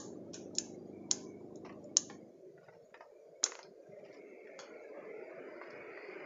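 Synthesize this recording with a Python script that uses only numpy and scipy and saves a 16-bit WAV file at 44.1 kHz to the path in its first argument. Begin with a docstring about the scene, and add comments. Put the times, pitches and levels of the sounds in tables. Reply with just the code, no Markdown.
"""The end of a cut rings out at once, then steel scissors snip on at a small potted tree on a tiled veranda.
The microphone is close. Each cut is a noisy crack of wood, a grind of the edges and a few damped blade tones.
Twigs and leaves tick in short noise bursts between the cuts; soft bumps and faint high spots are noise swells.
Far off an engine, made of firing pulses, idles and fades; the street hums in drifting noise bands,
and the tyre noise of a vehicle slowly draws near. A noise suppressor and a dull microphone take it all in."""
import sys
import numpy as np
from scipy import signal
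from scipy.fft import rfft, irfft
from scipy.io import wavfile
from scipy.ndimage import uniform_filter1d

SR = 44100
rng = np.random.default_rng(int(sys.argv[2]) if len(sys.argv) > 2 else 0)


def generate_wav(signal):
    """Clip the signal to [-1, 1] and save it as 16-bit WAV at the path in sys.argv[1]."""
    frames = np.transpose(np.atleast_2d(signal))
    scaled = np.clip(frames, -1, 1) * 32767
    pcm = np.round(scaled).astype(np.int16)
    wavfile.write(sys.argv[1], SR, pcm)


N = 275665
TIME = np.arange(N) / SR


def gain_of(db):
    """Decibels to amplitude."""
    return 10 ** (np.asarray(db) / 20)


def evened(x):
    """Scales to rms 1."""
    return x / np.sqrt(np.mean(x ** 2) + 1e-20)


def with_energy(x, seconds):
    """Gives a short sound the energy of a steady sound of rms 1 lasting that many seconds."""
    return x * np.sqrt(seconds * SR) / np.linalg.norm(x)


def read(points, hz):
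    """Reads a spectrum on a log-frequency axis."""
    point_hz, value = np.transpose(points)
    return np.interp(np.log(hz + 1), np.log(point_hz + 1), value)


def curve(rows):
    """Reads a time curve at every sample."""
    return np.interp(TIME, *np.transpose(rows))


def add(mix, s, sound):
    """Mixes a sound in at time s, which may lie before zero."""
    start = round(s * SR)
    sound = sound[max(-start, 0):]
    part = mix[max(start, 0):][:len(sound)]
    part += sound[:len(part)]


def colour(x, points):
    """Gives a steady sound a spectrum."""
    hz = np.fft.rfftfreq(len(x), 1 / SR)
    return irfft(rfft(x) * gain_of(read(points, hz)), len(x))


def causal(x, points, size=2048):
    """Gives a click a spectrum by a minimum-phase filter, without blurring its attack."""
    hz = abs(np.fft.fftfreq(size, 1 / SR))
    log_gain = np.log(gain_of(read(points, hz)))
    taps = np.fft.ifft(np.exp(np.conj(signal.hilbert(log_gain)))).real
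    return signal.fftconvolve(x, taps[:size // 2])[:len(x)]


def snips():
    """In every cut the edges bite the bark just before the blades meet."""
    # The blades meet. Each row: start in seconds, level in dB, room level in dB that each part shifts,
    # crack of the wood in dB against the cut's level.
    cuts = [(-.03, -17, 5, -22.5), (0.3421, -34, 12, -17), (.5513, -40, 15, -31.5),
            (0.584, -16.5, 2.5, -24.5), (1.1119, -13, 2.5, -25.5), (1.557, -50, 7, -33),
            (1.842, -52.5, 1, -27), (1.969, -10.5, 1.5, -29), (3.4394, -13.5, 3.5, -21.5),
            (4.5904, -53, 9.5, 9.5)]
    bite_ahead_s, bite_db = 0.004, -40.5  # bite level against the cut's level
    out = np.zeros(N)
    for s, db, room_db, crack_db in cuts:
        bite = twig(db + bite_db, treble_db=9.5, decay=.003, room_db=2.0)
        add(out, s - bite_ahead_s, bite)
        add(out, s, snip(db, room_db, crack_db))
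    return out


def snip(db, room_db, crack_db, rise=0.00023, span=0.0014):
    """The twig parts, the edges grind and the blades ring for a few milliseconds."""
    # Steel blades, damped by the hand. Each row: pitch in Hz, relative level in dB, decay t60 in seconds.
    blades = [(3330, -17, .012), (4040, -15, .015), (4480, -17, .014), (4880, -18, .015), (5440, -4, .013),
              (6200, -5, .011), (6620, -4, .010), (7000, 0, .012)]
    # The edges grind past each other. Each row: frequency in Hz, relative level in dB.
    grind_tone = [(1000, -43), (2700, -29.5), (3900, -13), (4900, -9), (5500, -11), (6300, 5.5),
                  (7100, -2.5), (8000, -15)]
    t = np.arange(SR // 10) / SR
    ring = np.zeros(len(t))
    for k, (hz, level, t60) in enumerate(blades):
        phase = np.pi * k * k / 2
        ring += gain_of(level - 60 * t / t60) * np.sin(2 * np.pi * hz * t + phase)
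    ring *= 1 - np.exp(-t / rise)
    grind = causal(rng.standard_normal(len(t)) * np.exp(-t / .0005), grind_tone)
    ring = gain_of(db) * with_energy(ring, span)
    grind = gain_of(db) * with_energy(grind, span)
    # the flat blades beam their ring at the microphone; the grinding spreads all round the veranda
    steel = veranda(.85 * ring, room_db - 4) + veranda(.55 * grind, room_db + 4)
    crack = twig(db + crack_db, treble_db=1.5, decay=0.0019, room_db=room_db + 10.0)
    return steel + crack


def twig(db, treble_db, decay, room_db, grain_db=5.0, uneven_db=4.0, count=28):
    """Fibres give way in a quick, dying burst of uneven clicks; a clean break is brighter than a knock."""
    # Dry wood. Each row: frequency in Hz, relative level in dB.
    wood = [(100, -30), (300, -4.5), (600, 6.5), (1000, 5.5), (1450, 4.5), (2200, 1.5), (2800, -1.5),
            (3400, -5), (5300, 1), (7000, -6), (8000, -17), (15000, -33)]
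    t = np.arange(SR // 10) / SR
    grain = np.minimum(rng.exponential(1, len(t)), 4)
    fibres = rng.standard_normal(len(t)) * gain_of(grain_db * grain)
    # no two twigs resonate alike
    own = list(zip(np.geomspace(400, 7000, count), uneven_db * rng.standard_normal(count)))
    burst = causal(causal(fibres * np.exp(-t / decay), wood), own)
    burst = with_energy(burst, decay)
    burst = causal(burst, [(1800, 0.0056), (4000, treble_db)])
    return veranda(gain_of(db) * burst, room_db)


def twigs():
    """Twigs crack and knock; loud ones are close to the microphone and so drier."""
    # Each row: start in seconds, level in dB, treble against the body in dB, decay time in seconds.
    cracks = [(.334, -60.5, 12, 0.026), (1.6483, -47.5, -10, 0.019), (1.6938, -44.5, -17.5, 0.007),
              (2.0984, -44, -8, 0.0075), (2.5768, -51.5, -22, 0.0062), (2.685, -49, -13, .005),
              (2.9429, -44, -10, .0055), (3.0074, -43.5, -14.5, 0.0055), (3.4311, -40, -0.5, 0.0072),
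              (3.4615, -37.5, -4, 0.0074), (3.5198, -37, -8, 0.0027), (3.5532, -36, 0.5, 0.00073),
              (3.5906, -42, -7, 0.0042), (3.6295, -54, 7, 0.0026), (4.473, -49, -16, 0.0052),
              (4.5907, -42, -1.5, 0.0024), (5.613, -42, -19, 0.0088), (5.704, -60.5, 6.5, 0.0051),
              (5.9739, -43.5, -17.5, 0.0045)]
    usual_db, usual_room_db, drier_per_db = -44.5, 9.5, 0.9  # room dB lost per dB above the usual level
    out = np.zeros(N)
    for s, db, treble_db, decay in cracks:
        room_db = usual_room_db - drier_per_db * max(db - usual_db, 0)
        add(out, s, twig(db, treble_db, decay, room_db))
    return out


def leaves(spread_db=3.5):
    """Leaves and fine shoots tick at random while a hand moves among them."""
    # Each row: start in seconds, end in seconds, middle level in dB, ticks a second,
    # treble against the body in dB.
    brushes = [(1.645, 1.741, -60.5, 56, -4), (2.577, 2.758, -60.5, 110, -9.5),
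               (2.89, 3.09, -60, 60, -10.5), (3.447, 3.523, -53.5, 60, -6), (3.52, 3.72, -59.5, 60, -7),
               (3.98, 4.198, -62.5, 184, -3), (4.421, 4.561, -67.5, 80, -0.5), (4.595, 4.68, -62.5, 90, -3),
               (5.556, 6.25, -63, 45, -4)]
    out = np.zeros(N)
    for start, end, db, rate, treble_db in brushes:
        ticks = round((end - start) * rate)
        for place, size in rng.random((100, 2))[:ticks]:
            tick = twig(db + spread_db * (2 * size - 1), treble_db, decay=0.0045, room_db=9)
            add(out, start + place * (end - start), tick)
    return out


def veranda(sound, room_db, early_db=-17, early_t60=0.11, late_db=-19):
    """The direct sound, quick scatter off the pot and floor, and a tail under the roof."""
    # Tail of the veranda. Each row: frequency in Hz, decay t60 in seconds.
    tail_t60 = [(300, 0.37), (1400, 1), (3500, .45), (7000, .38)]
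    t = np.arange(SR * 3 // 5) / SR
    early, late = rng.standard_normal((2, len(t))) * (1 - np.exp(-(t / .005) ** 2))
    early *= gain_of(-60 * t / early_t60)
    hz, at, z = signal.stft(late, SR, nperseg=256)
    z = z * gain_of(-60 * at / read(tail_t60, hz)[:, None])
    late = signal.istft(z, SR, nperseg=256)[1][:len(t)]
    echoes = gain_of(early_db) * evened(early) + gain_of(late_db) * evened(late)
    echoes *= gain_of(room_db) / np.sqrt(len(t))
    echoes[0] = 1  # the direct sound
    return signal.fftconvolve(sound, echoes)


def swells(rows, width):
    """Narrow bands of noise that swell and fade; width is a share of the pitch."""
    out, hz = np.zeros(N), np.fft.rfftfreq(SR, 1 / SR)
    t = np.arange(SR) / SR - .5
    for s, db, half, centre in rows:
        shape = np.exp(-.5 * ((hz / centre - 1) / width) ** 2)
        band = irfft(rfft(rng.standard_normal(SR)) * shape, SR)
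        band *= np.exp(-.5 * (t / half) ** 2)
        add(out, s - .5, gain_of(db) * with_energy(band, half))
    return out


def bumps():
    """Soft bumps as the gardener shifts about, each a low swell of noise."""
    # Each row: middle in seconds, level in dB, half length in seconds, pitch in Hz.
    shifts = [(2.6, -64.5, 0.26, 158.6), (3.3, -66.5, .06, 164), (3.68, -61.5, 0.064, 200),
              (3.91, -56, .024, 174.7), (4.1, -63, 0.11, 171.6), (4.57, -64, 0.11, 207.5),
              (5.08, -60.5, .06, 210), (5.82, -64.5, 0.12, 140), (6.15, -63, 0.079, 200)]
    return swells(shifts, width=0.26)


def faint_swells():
    """Faint, brief swells of narrow noise near 2.2 kHz."""
    # Each row: middle in seconds, level in dB, half length in seconds, centre in Hz.
    spots = [(.735, -70.5, 0.038, 2130), (1.0, -69, 0.078, 2290), (1.37, -70.5, 0.091, 2244)]
    return swells(spots, width=0.033)


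def engine(rough=0.4, smear=0.044):
    """Exhaust pulses, smeared by walls on the way into a drone of close lines, over a low rush."""
    # Its speed creeps up and settles. Each row: time in seconds, firings a second.
    firing = [(0, 24.25), (1.2, 25.6), (2.6, 25.45)]
    # Exhaust, before the distance dulls it. Each row: frequency in Hz, relative level in dB.
    exhaust = [(25, -41), (50, -30), (75, -22.5), (100, -8), (140, -8), (200, 0), (260, 0), (350, 5),
               (450, -7.5), (560, -15.5), (800, -11.5), (1200, -16), (2500, -34)]
    pulses = np.diff(np.floor(np.cumsum(curve(firing)) / SR), prepend=0)
    t = np.arange(SR // 4) / SR
    paths = rng.standard_normal(len(t)) * np.exp(-t / smear)
    shifts = np.exp(1j * np.angle(rfft(paths, N)))  # many paths shift each line's phase
    drone = irfft(rfft(pulses - pulses.mean()) * shifts, N)
    clean = evened(colour(colour(drone, exhaust), [(200, -3.0), (450, -8), (900, -15.0)]))
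    rush = wash(exhaust, patchy_db=-1.5, patch_hz=70, patch_s=0.29)
    noisy = evened(colour(rush, [(100, -8.5), (300, -9)]))
    return gain_of(engine_db()) * evened((1 - rough) * clean + rough * noisy)


def engine_db():
    """The idle sinks slowly, then fades fast."""
    start_db, sink_db_per_s = -47.5, 1.84
    fades_s, fade_db_per_s = 2.13, 48
    return start_db - sink_db_per_s * TIME - fade_db_per_s * np.maximum(TIME - fades_s, 0)


def tyres():
    """Tyre noise of the nearing vehicle and of the traffic further off, in drifting noise bands."""
    # Each row: frequency in Hz, relative level in dB.
    tyre_tone = [(300, -12.5), (700, 0), (950, -0.5), (1400, 4), (1800, 3.5), (2200, 9), (2600, -3.5),
                 (3100, -15), (3900, -23), (4750, -9), (5400, -23.5), (7000, -25.5), (9000, -55)]
    return tyres_gain() * wash(tyre_tone, patchy_db=3.0, patch_hz=111.2, patch_s=0.13)


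def tyres_gain():
    """Tyre noise grows as one over the distance, screened by a wall at first, over the far traffic."""
    # the vehicle drives straight toward the house
    tyres_db, arrives_s = -52.5, 7.03  # unscreened level one second before it would arrive
    clears_wall_s, clearing_s, wall_db = 3.845, 0.25, 14.5
    far_db = -72
    seconds_away = np.maximum(arrives_s - TIME, .5)
    screened = (1 - np.tanh((TIME - clears_wall_s) / clearing_s)) / 2
    near = gain_of(tyres_db - wall_db * screened) / seconds_away
    return np.hypot(near, gain_of(far_db))


def street():
    """The hum of the street: low noise bands that drift and change in level."""
    # Each row: time in seconds, level in dB.
    street_db = [(0, -54), (1.9, -53.5), (2.4, -57.5), (3.1, -54.5), (3.75, -54.5), (4.05, -50.5),
                 (4.55, -53), (5.0, -47.5), (6.25, -49.5)]
    # Each row: frequency in Hz, relative level in dB.
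    street_tone = [(60, -43), (150, -21), (250, -13), (330, -5.5), (400, 1), (500, -4.5), (620, -2.5),
                   (760, -20), (1000, -20), (1600, -31), (3000, -50.5)]
    return gain_of(curve(street_db)) * wash(street_tone, patchy_db=3.5, patch_hz=51.3, patch_s=0.11)


def air():
    """Air and microphone hiss: faint wide noise at an even overall level."""
    # Each row: frequency in Hz, relative level in dB.
    air_tone = [(20, 1.5), (100, 3.5), (600, 6), (1200, -7.5), (3000, -9), (5000, -4), (7000, -2),
                (8000, -15), (15000, -20.5)]
    return gain_of(-66.5) * wash(air_tone, patchy_db=2.34, patch_hz=200, patch_s=.08)


def wash(tone, patchy_db, patch_hz, patch_s, size=2048):
    """Distant noise whose bands swell and sink in drifting patches."""
    hop = size // 4
    hz, _, z = signal.stft(rng.standard_normal(N), SR, nperseg=size, noverlap=size - hop)
    # random levels over frequency and time, blurred to the patch size
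    field = np.fft.fft2(rng.standard_normal(z.shape))
    across = np.fft.fftfreq(z.shape[0], hz[1])[:, None]
    along = np.fft.fftfreq(z.shape[1], hop / SR)
    blur = np.exp(-np.pi * ((across * patch_hz) ** 2 + (along * patch_s) ** 2))
    patches = evened(np.fft.ifft2(field * blur).real)
    z = z * gain_of(read(tone, hz)[:, None] + patchy_db * patches)
    return evened(signal.istft(z, SR, nperseg=size, noverlap=size - hop)[1][:N])


def scene():
    """The pruning in front of the far sounds of the street."""
    mix = snips() + twigs() + leaves() + bumps() + faint_swells()
    mix += engine() + tyres() + street() + air()
    return mix[None]


def suppress(x, depth_db=13.0, knee_db=1.5, memory=0.016, size=1024):
    """Turns down each band while it is weak: faint sounds come through in blotches and tails end early."""
    # Whatever lies under this line is turned down.
    # Each row: frequency in Hz, threshold in dB against white noise of rms 1.
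    gate = [(100, -47), (200, -45.5), (400, -41), (700, -49), (1000, -46), (2000, -49.5), (3000, -60.5),
            (7000, -55.5)]
    hop = size // 4
    hz, _, z = signal.stft(x, SR, nperseg=size, noverlap=size - hop)
    power = uniform_filter1d(abs(z) ** 2 * size * 2 / 3, size=3, axis=0)
    keep = np.exp(-hop / SR / memory)
    recent = abs(signal.lfilter([1 - keep], [1, -keep], power))
    over_db = 10 * np.log10(recent + 1e-20) - read(gate, hz)[:, None]
    z = z * gain_of(-depth_db * (1 - np.tanh(over_db / knee_db)) / 2)
    return signal.istft(z, SR, nperseg=size, noverlap=size - hop)[1][:N]


def record(dry, hiss_db=-92):
    """Noise suppression, the dull top of the microphone, slight overload, hiss, then the band limit."""
    # The microphone loses the top octave. Each row: frequency in Hz, response in dB.
    microphone = [(7000, -1.5), (7350, -6), (7650, -19.5), (8000, -35), (8400, -58), (15000, -77.5)]
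    ceiling, edge_hz = .8, 15500
    heard = causal(suppress(dry[0]), microphone)
    heard = ceiling * np.tanh(heard / ceiling)
    heard = colour(heard, [(9500, -0.5), (13000, -15.5)])
    heard += gain_of(hiss_db) * rng.standard_normal(N)
    band_limit = signal.firwin(511, edge_hz, window=("kaiser", 9), fs=SR)
    return signal.oaconvolve(heard, band_limit, "same")[None]


dry = scene()
out = record(dry)
generate_wav(out)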